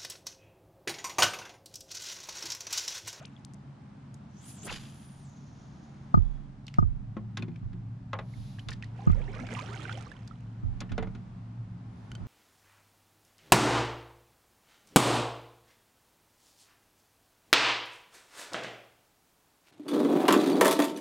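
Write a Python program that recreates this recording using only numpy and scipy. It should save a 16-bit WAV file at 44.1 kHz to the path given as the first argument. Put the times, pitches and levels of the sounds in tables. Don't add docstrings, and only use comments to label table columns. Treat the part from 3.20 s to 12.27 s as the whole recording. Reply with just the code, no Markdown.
import sys
import numpy as np
from scipy import signal
from scipy.fft import rfft, irfft, next_fast_len
from scipy.io import wavfile

SR = 44100
rng = np.random.default_rng(int(sys.argv[2]) if len(sys.argv) > 2 else 0)


def generate_wav(sig):
    pcm = np.round(np.clip(np.atleast_2d(sig).T, -1, 1) * 32767).astype(np.int16)
    wavfile.write(sys.argv[1], SR, pcm)


N = 399987
TIME = np.arange(N) / SR


def amp(db):
    return 10 ** (np.asarray(db) / 20)

def unit_rms(x):
    return x / np.sqrt(np.mean(x ** 2) + 1e-20)

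def unit_hit(x):
    return x / np.sqrt(np.mean(x[..., :350] ** 2) + 1e-20)

def at_hz(points, hz):
    f, value = np.transpose(points)
    return np.interp(np.log(hz + 1), np.log(f + 1), value)

def follow(rows):
    s, *columns = np.transpose(rows)
    return [np.interp(TIME, s, c) for c in columns]

def bell(s, width_s):
    return np.exp(-np.minimum(((TIME - s) / width_s) ** 2, 60))

def ramp(start_s, rise_s):
    return np.clip((TIME - start_s) / rise_s, 0, 1)

def swell(start_s, attack_s, hold_s, fade_db_per_s):
    fading_s = np.maximum(TIME - start_s - attack_s - hold_s, 0)
    return ramp(start_s, attack_s) * amp(-fade_db_per_s * fading_s)

def add(mix, s, sound):
    part = mix[..., max(round(s * SR), 0):][..., :sound.shape[-1]]
    part += sound[..., :part.shape[-1]]

def pan(left_db):
    return amp(np.array([[left_db], [-left_db]]) / 2)

def bins(x):
    return np.fft.rfftfreq(x.shape[-1], 1 / SR)

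def colour(x, db):
    return irfft(rfft(x) * amp(db), x.shape[-1])

def shaped(x, spectrum):
    return unit_rms(colour(x, at_hz(spectrum, bins(x))))

def stereo_noise(count, alike):
    left, other = rng.standard_normal((2, count))
    apart = np.sqrt(1 - alike ** 2)
    if np.ndim(alike):
        return np.array([left, irfft(alike * rfft(left) + apart * rfft(other), count)])
    return np.array([left, alike * left + apart * other])

def wander(rate_hz):
    noise = rng.standard_normal(next_fast_len(N, True))
    return unit_rms(irfft(rfft(noise) * np.exp(-(bins(noise) / rate_hz) ** 2), len(noise))[:N])

def resonate(x, hz, width_hz):
    carrier = np.exp(2j * np.pi * np.cumsum(hz) / SR)
    r = np.exp(-np.pi * width_hz / SR)
    return unit_rms((carrier * signal.lfilter([(1 - r) ** 2], [1, -2 * r, r * r], x / carrier)).real)

def ring(modes, t, spread=0.011, uneven_db=2):
    hz, db, t60 = np.transpose(modes)[:, :, None]
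    detune, size, sign = rng.standard_normal((3, len(modes), 1))
    decay = amp(db + uneven_db * size - 60 * t / t60)
    return (np.sign(sign) * decay * np.sin(2 * np.pi * hz * (1 + spread * detune) * t)).sum(0)

def stereo_ring(modes, t, spread):
    return ring(modes, t, spread) + .5 * np.array([ring(modes, t), ring(modes, t)])


# frequency in Hz, level in dB.
ROAR_SPECTRUM = [(20, -39), (60, -6), (135, 2), (215, 1), (300, -9.5), (480, -20.5), (780, -15),
                 (1400, -22.5), (2500, -31), (5000, -38), (7000, -43), (10000, -50), (12000, -72),
                 (15000, -70.5)]
RUMBLE_SPECTRUM = [(18, -18), (32, 0), (62, -1), (90, -1), (200, -39), (1000, -79.5)]
# frequency in Hz, left-right correlation.
ROAR_CORRELATION = [(30, 0.59), (130, 0.94), (250, 0.98), (500, 0.36), (900, 0.023), (2500, 0.41),
                    (9000, 0.035)]
# time in seconds, level in dB.
ROAR_LEVEL = [(0, -54.5), (.9, -51.5), (2.3, -51), (3.3, -54), (4.6, -51.5), (6.2, -48.5), (7.2, -51.5),
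              (8.3, -50), (9.07, -48.5)]

def roar_and_rumble(swell_db=1.5, rumble_db=-57):
    roar = shaped(stereo_noise(N, at_hz(ROAR_CORRELATION, bins(TIME))), ROAR_SPECTRUM)
    rumble = shaped(rng.standard_normal(N), RUMBLE_SPECTRUM) * ramp(start_s=.8, rise_s=3.4)
    return amp(follow(ROAR_LEVEL)[0] + swell_db * wander(0.76)) * roar + amp(rumble_db) * rumble


# time in seconds, cycles per second.
ENGINE_SPEED = [(0, 22.6), (1.7, 22.45), (2.5, 23.3), (4.1, 22.15), (5.2, 22.65), (7.4, 22.75),
                (9.07, 22.55)]
# time in seconds, level in dB.
DRONE_LEVEL = [(0, -51), (2, -53), (2.5, -49.5), (4.8, -48), (9.07, -56.5)]
# centre in seconds, half length in seconds, depth in dB.
THROB_DIPS = [(6.937, 0.053, 16), (8.07, 0.067, 8), (8.863, 0.066, 3.5)]
# multiple of the engine speed, relative level in dB.
DRONE_ORDERS, THROB_ORDERS = [(6, -1.5), (9, -11), (10, -24.5), (12, -15.5)], [(5, -2), (8, -13), (11, -21)]

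def engine(waver_db=3.0, drift_rad=0.75, faint_db=-62.5, full_db=-41.5):
    turns = np.cumsum(follow(ENGINE_SPEED)[0]) / SR
    throb_db = faint_db + (full_db - faint_db) * ramp(start_s=3.24, rise_s=0.42)
    throb_db -= sum(db * bell(s, width_s) for s, width_s, db in THROB_DIPS)
    out = np.zeros(N)
    for orders, level_db in ((DRONE_ORDERS, follow(DRONE_LEVEL)[0]), (THROB_ORDERS, throb_db)):
        for order, db in orders:
            level = amp(level_db + db + waver_db * wander(14.5))
            out += level * np.sin(2 * np.pi * order * turns + drift_rad * wander(6.4))
    return np.sqrt(2) * out


# frequency in Hz, level in dB.
CLOTH_SPECTRUM = [(1000, -29), (2200, -12.5), (3800, -4.5), (6800, -13), (8500, -24.5), (10200, -12),
                  (13500, -30), (15000, -36)]
# centre in seconds, half length in seconds, level in dB.
ARM_REACHES = [(5.257, 0.18, -63.5), (8.837, 0.15, -78)]

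def sleeve():
    level = sum(amp(db) * bell(s, width_s) for s, width_s, db in ARM_REACHES)
    return level * shaped(stereo_noise(N, alike=0.61), CLOTH_SPECTRUM)


def reel(s=3.09, width_s=0.16, db=-79, hz=3420, sag_hz_per_s=700):
    note = resonate(rng.standard_normal(N), hz - sag_hz_per_s * (TIME - s), width_hz=100)
    return amp(db) * bell(s, width_s) * note


# frequency in Hz, level in dB.
RUSH_SPECTRUM = [(2000, -26), (5500, -4), (7000, 3), (8400, -4), (10200, 4), (11500, -11), (14000, -9),
                 (15500, -31)]
# peak in seconds, half length in seconds, top pitch in Hz, level in dB.
LINE_SWINGS = [(1.302, 0.07, 10100, -57.5), (1.47, 0.032, 9900, -49)]

def line_whistle(slow_hz=6030, rush_db=3, release_s=1.468, fade_s=0.0058, flight_db=-64):
    hz, tone_level, rush_level = slow_hz, 0, 0
    for s, width_s, top_hz, db in LINE_SWINGS:
        speed = bell(s, width_s)
        hz += (top_hz - slow_hz) * speed
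        tone_level += amp(db) * speed ** 0.34
        rush_level += amp(db + rush_db) * speed ** 1.4
    held = np.exp(-np.maximum(TIME - release_s, 0) / fade_s)
    rush = shaped(rng.standard_normal((2, N)), RUSH_SPECTRUM)
    tone = resonate(stereo_noise(N, alike=0.11), hz, width_hz=1400)
    flight = amp(flight_db) * (1 - held) * bell(PAYOUT_START_S, width_s=0.36) * rush
    return held * (tone_level * tone + rush_level * rush) + flight

def rod_swish(s=1.496, peak_s=0.017, width_s=0.026, low_hz=460, top_hz=3180, db=-40, butt_db=-6):
    hz = low_hz + (top_hz - low_hz) * np.exp(-abs(TIME - s) / peak_s)
    tip = bell(s, width_s) * resonate(stereo_noise(N, alike=0.82), hz, width_hz=900)
    butt = bell(s, width_s * 2.3) * resonate(stereo_noise(N, alike=0.84), hz * 0.46, width_hz=450)
    return amp(db) * (tip + amp(butt_db) * butt)

def cast(flutter_db=2):
    return (line_whistle() + rod_swish()) * amp(flutter_db * wander(140))


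# frequency in Hz, level in dB.
RUB_SPECTRUM = [(200, -23), (400, -6.5), (1500, 5), (2100, 2), (3200, 8), (4600, -0.5), (5400, -3),
                (7000, 0), (8300, -15), (10000, -7), (12000, -22), (14500, -26)]
HISS_SPECTRUM = [(1500, -22.5), (3500, 3), (5000, 0.5), (6000, 4), (6900, 5), (7700, -26.5), (10000, -12.5),
                 (12000, -33)]
# time in seconds, pitch in Hz, level in dB.
SPOOL_HISS = [(1.55, 10300, -80), (1.87, 9800, -65), (2.03, 9300, -72), (2.07, 6800, -68.5),
              (2.25, 5870, -77), (2.9, 5170, -87)]
PAYOUT_START_S, BAIL_CLOSE_S, STOP_DB_PER_S = 1.541, 2.61, 26.5

def payout(rub_db=-43, fade_db_per_s=20, half_speed_s=0.038, sing_db=-11, hiss_db=-72, backswing_db=-61):
    flight_s = np.maximum(TIME - PAYOUT_START_S, 0)
    speed = 1 / (1 + flight_s / half_speed_s)
    stopping = amp(-STOP_DB_PER_S * np.maximum(TIME - BAIL_CLOSE_S, 0))
    running = np.where(TIME < PAYOUT_START_S, bell(PAYOUT_START_S, width_s=0.066), stopping)
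    rub = shaped(stereo_noise(N, alike=0.85), RUB_SPECTRUM)
    guide_ring = resonate(stereo_noise(N, alike=0.41), hz=np.full(N, 4800), width_hz=250)
    rub = unit_rms((rub + amp(sing_db) * guide_ring) * amp(2.5 * wander(110)))
    spool_hz, spool_db = follow(SPOOL_HISS)
    broad = amp(hiss_db) * shaped(stereo_noise(N, alike=0.9), HISS_SPECTRUM)
    coil_flutter = amp(wander(130) + 0.97 * wander(25))
    spool = amp(spool_db) * resonate(stereo_noise(N, alike=0.63), spool_hz, width_hz=1100)
    guides = amp(rub_db - fade_db_per_s * flight_s) * speed * rub
    backswing = amp(backswing_db) * bell(LINE_SWINGS[0][0], width_s=0.12) * rub
    return running * (guides + coil_flutter * (broad + spool)) + backswing


def bubble(hz, t60, octaves_per_s):
    t = np.arange(0, t60, 1 / SR)
    pitch_hz = hz * (1 + np.log(2) * octaves_per_s * t)
    return np.sin(2 * np.pi * np.cumsum(pitch_hz) / SR) * amp(-60 * t / t60) * (1 - np.exp(-t * hz / 2))

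def bubble_cloud(length, low_hz, high_hz, cycles, size_db, climb, sizes=48, pops_per_s=1400):
    for hz in low_hz * (high_hz / low_hz) ** ((np.arange(sizes) + rng.random(sizes)) / sizes):
        pops = np.zeros((2, length))
        at = rng.integers(0, length, rng.poisson(pops_per_s * length / SR / sizes))
        strength = amp(size_db * np.minimum(rng.exponential(1, len(at)), 4))
        pops[:, at] = strength * (1 + 0.59 * rng.standard_normal((2, len(at))))
        pop = bubble(hz, cycles * rng.uniform(0.55, 3.6) / hz, climb * hz * rng.random())
        yield hz, signal.oaconvolve(pops, pop[None] / np.linalg.norm(pop), axes=1)[:, :length]

def splats(count, per_s=150, size_db=5, decay_s=0.0021):
    size = amp(size_db * np.minimum(rng.exponential(1, count), 4)) * (rng.random(count) < per_s / SR)
    return np.sqrt(1 + signal.lfilter([1], [1, -np.exp(-1 / (decay_s * SR))], size ** 2))


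# frequency in Hz, level in dB.
SPRAY_SPECTRUM = [(1200, 0), (2000, -2), (3000, 0), (4500, -8.5), (7000, -7), (10500, -15), (12000, -33)]

def stirred_water(surges, span_s, spray_gain_db=1, wash_db=-1):
    start_s, length = surges[0][0], int(span_s * SR)
    large = bubble_cloud(length, low_hz=265.8, high_hz=2567, cycles=32, size_db=5, climb=0.0182)
    small = bubble_cloud(length, low_hz=1200, high_hz=6880, cycles=10, size_db=4, climb=0.005)
    cloud = sum(pops for _, pops in large)
    drops = sum(amp(at_hz(SPRAY_SPECTRUM, hz)) * pops for hz, pops in small)
    wash = stereo_noise(length, alike=0.43) * splats(length)
    wash = colour(wash, at_hz(SPRAY_SPECTRUM, bins(wash)) - 10 * np.log10(bins(wash) + 900))
    gurgle, spray = np.zeros((2, 2, N))
    add(gurgle, start_s, unit_rms(cloud))
    add(spray, start_s, unit_rms(unit_rms(drops) + amp(wash_db) * unit_rms(wash)))
    power = sum((amp([[gurgle_db], [spray_db]]) * swell(*shape)) ** 2
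                for *shape, gurgle_db, spray_db in surges)
    gurgle_level, spray_level = np.sqrt(power)
    return gurgle_level * gurgle + amp(spray_gain_db) * spray_level * spray


# start, attack and hold in seconds, fade in dB per second, gurgle and spray in dB.
SPLASH_SURGES = [(0, 0.0016, 0.032, 403, -59.5, -57), (.04, 0.011, .02, 52, -89, -65)]
# start in seconds, level in dB, pitch in Hz, initial climb in octaves per second.
DRIPS = [(.012, -40, 560, 29), (.051, -35.5, 1860, 630), (.165, -43.5, 3340, 3), (0.248, -36.5, 2420, 1360),
         (.336, -43, 3550, 1600), (.343, -47, 4500, 780)]

def splash(drip_cycles=39.5, left_db=6.5, top_hz=10200):
    out = stirred_water(SPLASH_SURGES, span_s=.7)
    for s, db, hz, climb in DRIPS:
        samples_to_top = int(SR * (top_hz / hz - 1) / (np.log(2) * climb))
        chirp = bubble(hz, drip_cycles / hz, climb)[:samples_to_top]
        add(out, s, amp(db) * chirp * pan(left_db))
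    return out


# start, attack and hold in seconds, fade in dB per second, gurgle and spray in dB.
STROKE_SURGES = [(5.73, 0.076, 0.27, 47, -54, -61.5), (6.03, 0.16, 0.036, 51, -47.5, -55.5),
                 (6.28, 0.045, 0.043, 57, -56, -47), (6.4, 0.12, 0.18, 42.5, -50, -52.5)]
# start in seconds, level in dB, pitch in Hz.
BLADE_BUBBLES = [(5.137, -46.5, 2080), (5.635, -36, 1850), (5.79, -36.5, 756), (5.82, -39, 780),
                 (5.97, -37, 540), (6.085, -42, 726), (6.078, -41.5, 1780), (6.08, -36.5, 383),
                 (6.206, -30, 240), (6.312, -31.5, 222), (6.367, -36, 1133), (6.389, -32, 977),
                 (6.653, -33.5, 1480), (6.694, -33.5, 1360), (6.713, -35, 1450), (6.753, -37.5, 2970),
                 (6.775, -37.5, 752), (6.868, -44.5, 1133), (6.916, -37, 1650), (7.11, -42, 1264)]
# frequency in Hz, left minus right in dB.
BLADE_SHADOW = [(300, 0.5), (750, -6.5), (1100, -21), (2000, -14)]

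def paddle_stroke(gain_db=3, bubble_cycles=43, octaves_per_cycle=0.0065):
    out = amp(gain_db) * stirred_water(STROKE_SURGES, span_s=1.9)
    left_shade_hz_db = [(400, -2.5), (1200, -12.5), (3000, -6.5), (6000, -4.0), (9000, -1.0)]
    out[0] = colour(out[0], at_hz(left_shade_hz_db, bins(TIME)))
    for s, db, hz in BLADE_BUBBLES:
        note = bubble(hz, bubble_cycles / hz, octaves_per_cycle * hz)
        add(out, s, amp(db) * note * pan(at_hz(BLADE_SHADOW, hz)))
    return out


# start and length in seconds, first and last pitch in Hz, level in dB.
GULPS = [(5.991, 0.04, 417, 670, -51), (6.32, 0.029, 290, 820, -46), (6.349, .075, 755, 1390, -55),
         (6.415, 0.046, 478, 947, -52), (6.479, 0.077, 727, 1653, -57.5)]

def gulps():
    out = np.zeros((2, N))
    for s, length_s, low_hz, high_hz, db in GULPS:
        progress = np.arange(0, 1, 1 / (length_s * SR))
        hz = low_hz + (high_hz - low_hz) * progress
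        note = resonate(rng.standard_normal(len(hz)), hz, width_hz=130)
        note += np.sin(2 * np.pi * np.cumsum(hz) / SR)
        arch = abs(np.sin(np.pi * progress)) ** .5
        add(out, s, amp(db) * unit_rms(note * arch) * pan(at_hz(BLADE_SHADOW, hz.mean())))
    return out


# start and length in seconds, level in dB, typical pitch in Hz.
SCRAPES = [(4.239, 0.2, -74, 2200), (5.488, 0.047, -56, 3130)]

def slips(count=9, t60_s=.02, spread_octaves=0.27, uneven_db=5):
    return [(s + length_s * at, db + uneven_db * size, hz * 2 ** (spread_octaves * pitch), t60_s)
            for s, length_s, db, hz in SCRAPES
            for at, (size, pitch) in zip(rng.random(count), rng.standard_normal((count, 2)))]


# start in seconds, level in dB, pitch in Hz, t60 in seconds.
CLICKS = [(0.942, -58.5, 6860, 0.013), (2.941, -60.5, 4630, 0.072), (3.467, -53.5, 4420, 0.012),
          (3.48, -46.5, 2870, 0.019), (3.541, -49.5, 2120, 0.006), (3.541, -55.5, 4870, .008),
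          (3.586, -61, 5180, 0.051), (5.386, -51, 1630, 0.015), (5.392, -47.5, 3050, 0.035),
          (5.486, -41, 3580, 0.013), (5.505, -49, 5180, 0.028), (5.516, -44, 1794, 0.076),
          (5.528, -52, 4800, 0.02), (5.625, -44, 2470, 0.0083), (5.642, -56, 4100, 0.016),
          (6.309, -46, 740, 0.02), (6.338, -50, 6940, 0.0092), (6.391, -42.5, 2470, 0.011),
          (6.499, -59, 3940, 0.015), (6.268, -47, 2440, .02), (6.288, -46, 1570, .015),
          (6.148, -49, 2430, 0.032), (6.694, -41.5, 1490, 0.028), (6.726, -45.5, 3410, 0.014),
          (7.076, -54, 4850, 0.018), (7.692, -55, 1800, 0.11)]

def clicks_and_drops(rise_s=.001, skirt_db=13, ring_db=-3, tail_db=-29, tail_t60_s=0.45, dull_hz=6800):
    out, t = np.zeros((2, N)), np.arange(6000) / SR
    for s, db, hz, t60 in CLICKS + slips():
        onset = 1 - np.exp(-t / rise_s)
        decay = amp(-60 * t / t60)
        burst = stereo_noise(len(t), alike=0.59) * onset * (decay + amp(tail_db - 60 * t / tail_t60_s))
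        octaves = abs(np.log2((bins(t) + 1) / hz))
        burst = colour(burst, -skirt_db * octaves ** 1.14 - (bins(t) / dull_hz) ** 4) * (1 - t / t[-1])
        note = onset * decay * np.sin(2 * np.pi * hz * t)
        add(out, s, amp(db) * unit_hit(unit_hit(burst) + amp(ring_db) * unit_hit(note)))
    return out


# start in seconds, level in dB.
REEL_SEAT_CLACKS = [(4.224, -41.5), (4.282, -69), (4.317, -68), (7.7175, -54)]
FITTING_CLINKS = [(8.917, -47), (8.952, -47.5)]
# frequency in Hz, level in dB, t60 in seconds.
REEL_SEAT_MODES = [(1350, -21, .055), (2085, -7, 0.048), (2500, 2, 0.036), (3580, -10.5, 0.034),
                   (4260, -6, 0.023)]
FITTING_MODES = [(1470, 4, 0.037), (3050, 0, 0.038), (3200, -17, 0.05), (4600, -14, 0.048),
                 (6200, -10, 0.027)]

def taps(rows, modes, crack_db, crack_t60_s=0.015):
    out, t = np.zeros((2, N)), np.arange(8192) / SR
    for s, db in rows:
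        note = stereo_ring(modes, t, spread=0.011)
        crack = shaped(stereo_noise(len(t), alike=0.54), SPRAY_SPECTRUM) * amp(-60 * t / crack_t60_s)
        add(out, s, amp(db) * unit_hit(unit_hit(note) + amp(crack_db) * unit_hit(crack)))
    return out


# frequency in Hz, level in dB.
CLATTER_SPECTRUM = [(200, -31), (600, -2), (1200, -0.5), (2200, -3.5), (4000, -8.5), (7000, -15.5),
                    (8500, -37), (10000, -25.5), (13000, -55)]
# frequency in Hz, t60 in seconds.
CLATTER_DECAY = [(300, 0.56), (1200, 0.16), (3500, 0.087), (5200, 0.035), (10000, 0.046)]

def clatter(count):
    hz, s, spectra = signal.stft(stereo_noise(count, alike=0.75), SR, nperseg=128)
    hz = hz[:, None]
    spectra *= amp(at_hz(CLATTER_SPECTRUM, hz) - 60 * s / at_hz(CLATTER_DECAY, hz))
    return signal.istft(spectra, SR, nperseg=128)[1][:, :count]


# frequency in Hz, level in dB, t60 in seconds.
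HULL_MODES = [(534, -5, 0.11), (619, -5, 0.041), (835, -6.5, 0.078), (1073, -2, 0.09), (1280, 1, 0.049),
              (1418, -5, 0.061), (1623, 1, 0.029), (1974, -1, 0.033), (2596, -2, 0.023), (3470, -7, 0.028),
              (3805, -6.5, 0.02), (5260, -22, 0.025)]
SHAFT_MODES = [(447.5, -1, 0.18), (572, 4.5, 0.034), (722, 8.5, 0.025), (1435, 0, 0.059), (1250, -6, 0.05),
               (2104, -5.5, 0.077), (2330, -12, 0.08), (2550, -20.5, 0.062), (3360, -10, 0.04),
               (4080, -23, 0.01), (5430, -33, 0.013)]
CAVITY_MODES = [(179.4, 3, 0.71), (231.5, 6, 0.15), (321.7, 5, 0.098), (367, -7, 0.34)]
# start in seconds, level in dB, tilt in dB per octave, boom in dB, shaft share from 0 to 1.
HULL_KNOCKS = [(3.967, -43, -3, -33, 0.2), (4.171, -36.5, 7, -45, 0.36), (4.193, -55, 8, -37.5, 0.1),
               (4.225, -47.5, 3, -35.5, 0.6), (4.281, -56, 1, -38, 0.94), (4.53, -60.5, 4.5, -40, 0.3),
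               (4.931, -31.5, -2, -45, 0.1), (4.9885, -37.5, -0.5, -46, 0.31),
               (5.487, -42.5, 4, -46.5, 0.4), (7.604, -42.5, 12.5, -50, 0.9), (7.613, -42, 0, -42.5, 0.55),
               (7.7175, -44.5, 3.5, -39.5, 0.54), (7.7785, -33, 1, -36.5, 0.9),
               (7.788, -38.5, -19, -37.5, 0.9), (7.8254, -38, -0.5, -41, 0.9), (7.871, -48, -2.5, -44, 0.8),
               (7.9494, -52.5, 3.5, -44, 0.7)]

def hull_knocks(clatter_db=-8, rise_s=0.001, boom_rise_s=0.0015):
    out, t = np.zeros((2, N)), np.arange(16384) / SR
    octaves = np.log2(np.clip(bins(t), 500, 5500) / 1500)
    for s, db, tilt_db, boom_db, share in HULL_KNOCKS:
        dense = amp(clatter_db) * unit_hit(clatter(len(t)))
        modes = (1 - share) * unit_hit(ring(HULL_MODES, t)) + share * unit_hit(ring(SHAFT_MODES, t))
        blow = colour(unit_hit(modes) + dense, tilt_db * octaves)
        blow *= (1 - np.exp(-t / rise_s)) * (1 - t / t[-1])
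        boom = unit_hit(stereo_ring(CAVITY_MODES, t, spread=0.0804)) * (1 - np.exp(-t / boom_rise_s))
        add(out, s, amp(db) * unit_hit(blow) + amp(boom_db) * boom)
    return out


# frequency in Hz, level in dB, t60 in seconds, left minus right in dB.
POLE_MODES = [(33.74, -9.5, 0.63, -26.5), (55.8, -10, 0.47, -8), (88.4, -2, 0.21, -24.5),
              (123, -9.5, 0.034, 5), (159, -1, 0.052, -3.5), (184.4, -25, 0.2, 0), (273, -10, 0.01, 7),
              (348, -23.5, 0.069, 2), (707, 8.5, 0.013, 2.5), (850, -1.5, 0.024, 2.5),
              (1228, -1.5, 0.04, 3), (1482, -25.5, 0.021, 11), (2040, -32.5, .016, 10)]
# start in seconds, hard ring in dB, fall-back delay in seconds, second thud in dB.
POLE_CLUNKS = [(2.9408, -5, 0.031, -0.5), (3.584, -8.5, .04, -5), (5.871, -17.5, .025, -4.5)]
# start in seconds, sway in dB.
BOAT_ROCKS = [(1.484, -30.5), (4.426, -21.5), (5.168, -28), (5.465, -26.5), (7.433, -14.5), (7.47, -24),
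              (7.708, -18), (7.792, -21), (9, -25)]

def pole(rise_s=0.0035, sway_rise_s=0.0084, sway_below_hz=110, hard_above_hz=600):
    out, t = np.zeros((2, N)), np.arange(SR) / SR
    # start in seconds, then thud, hard ring and sway in dB.
    blows = [(s, 0, hard_db, -10) for s, hard_db, _, _ in POLE_CLUNKS]
    blows += [(s + delay_s, db, -21.5, -7.5) for s, _, delay_s, db in POLE_CLUNKS]
    blows += [(s, db - 3.5, db - 26, db) for s, db in BOAT_ROCKS]
    for hz, mode_db, t60, left_db in POLE_MODES:
        sways, hard = hz < sway_below_hz, hz > hard_above_hz
        onset = 1 - np.exp(-(t / (sway_rise_s if sways else rise_s)) ** 2)
        mode = onset * amp(mode_db - 60 * t / t60) * np.sin(2 * np.pi * hz * t)
        shake = np.array([-amp(left_db) * mode, mode])
        for s, thud_db, hard_db, sway_db in blows:
            add(out, s, amp(sway_db if sways else hard_db if hard else thud_db) * shake)
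    return out


def scene():
    impacts = pole() + hull_knocks() + clicks_and_drops()
    impacts += taps(REEL_SEAT_CLACKS, REEL_SEAT_MODES, crack_db=-19)
    impacts += taps(FITTING_CLINKS, FITTING_MODES, crack_db=-2)
    angler = gulps() + cast() + payout() + reel() + sleeve() + paddle_stroke()
    return impacts + angler + splash() + engine() + roar_and_rumble()

def record(dry, cutoff_hz=14800):
    lowpass = signal.firwin(255, cutoff_hz, window=("kaiser", 9), fs=SR)
    return signal.oaconvolve(dry, lowpass[None], "same")


dry = scene()
out = record(dry)
generate_wav(out)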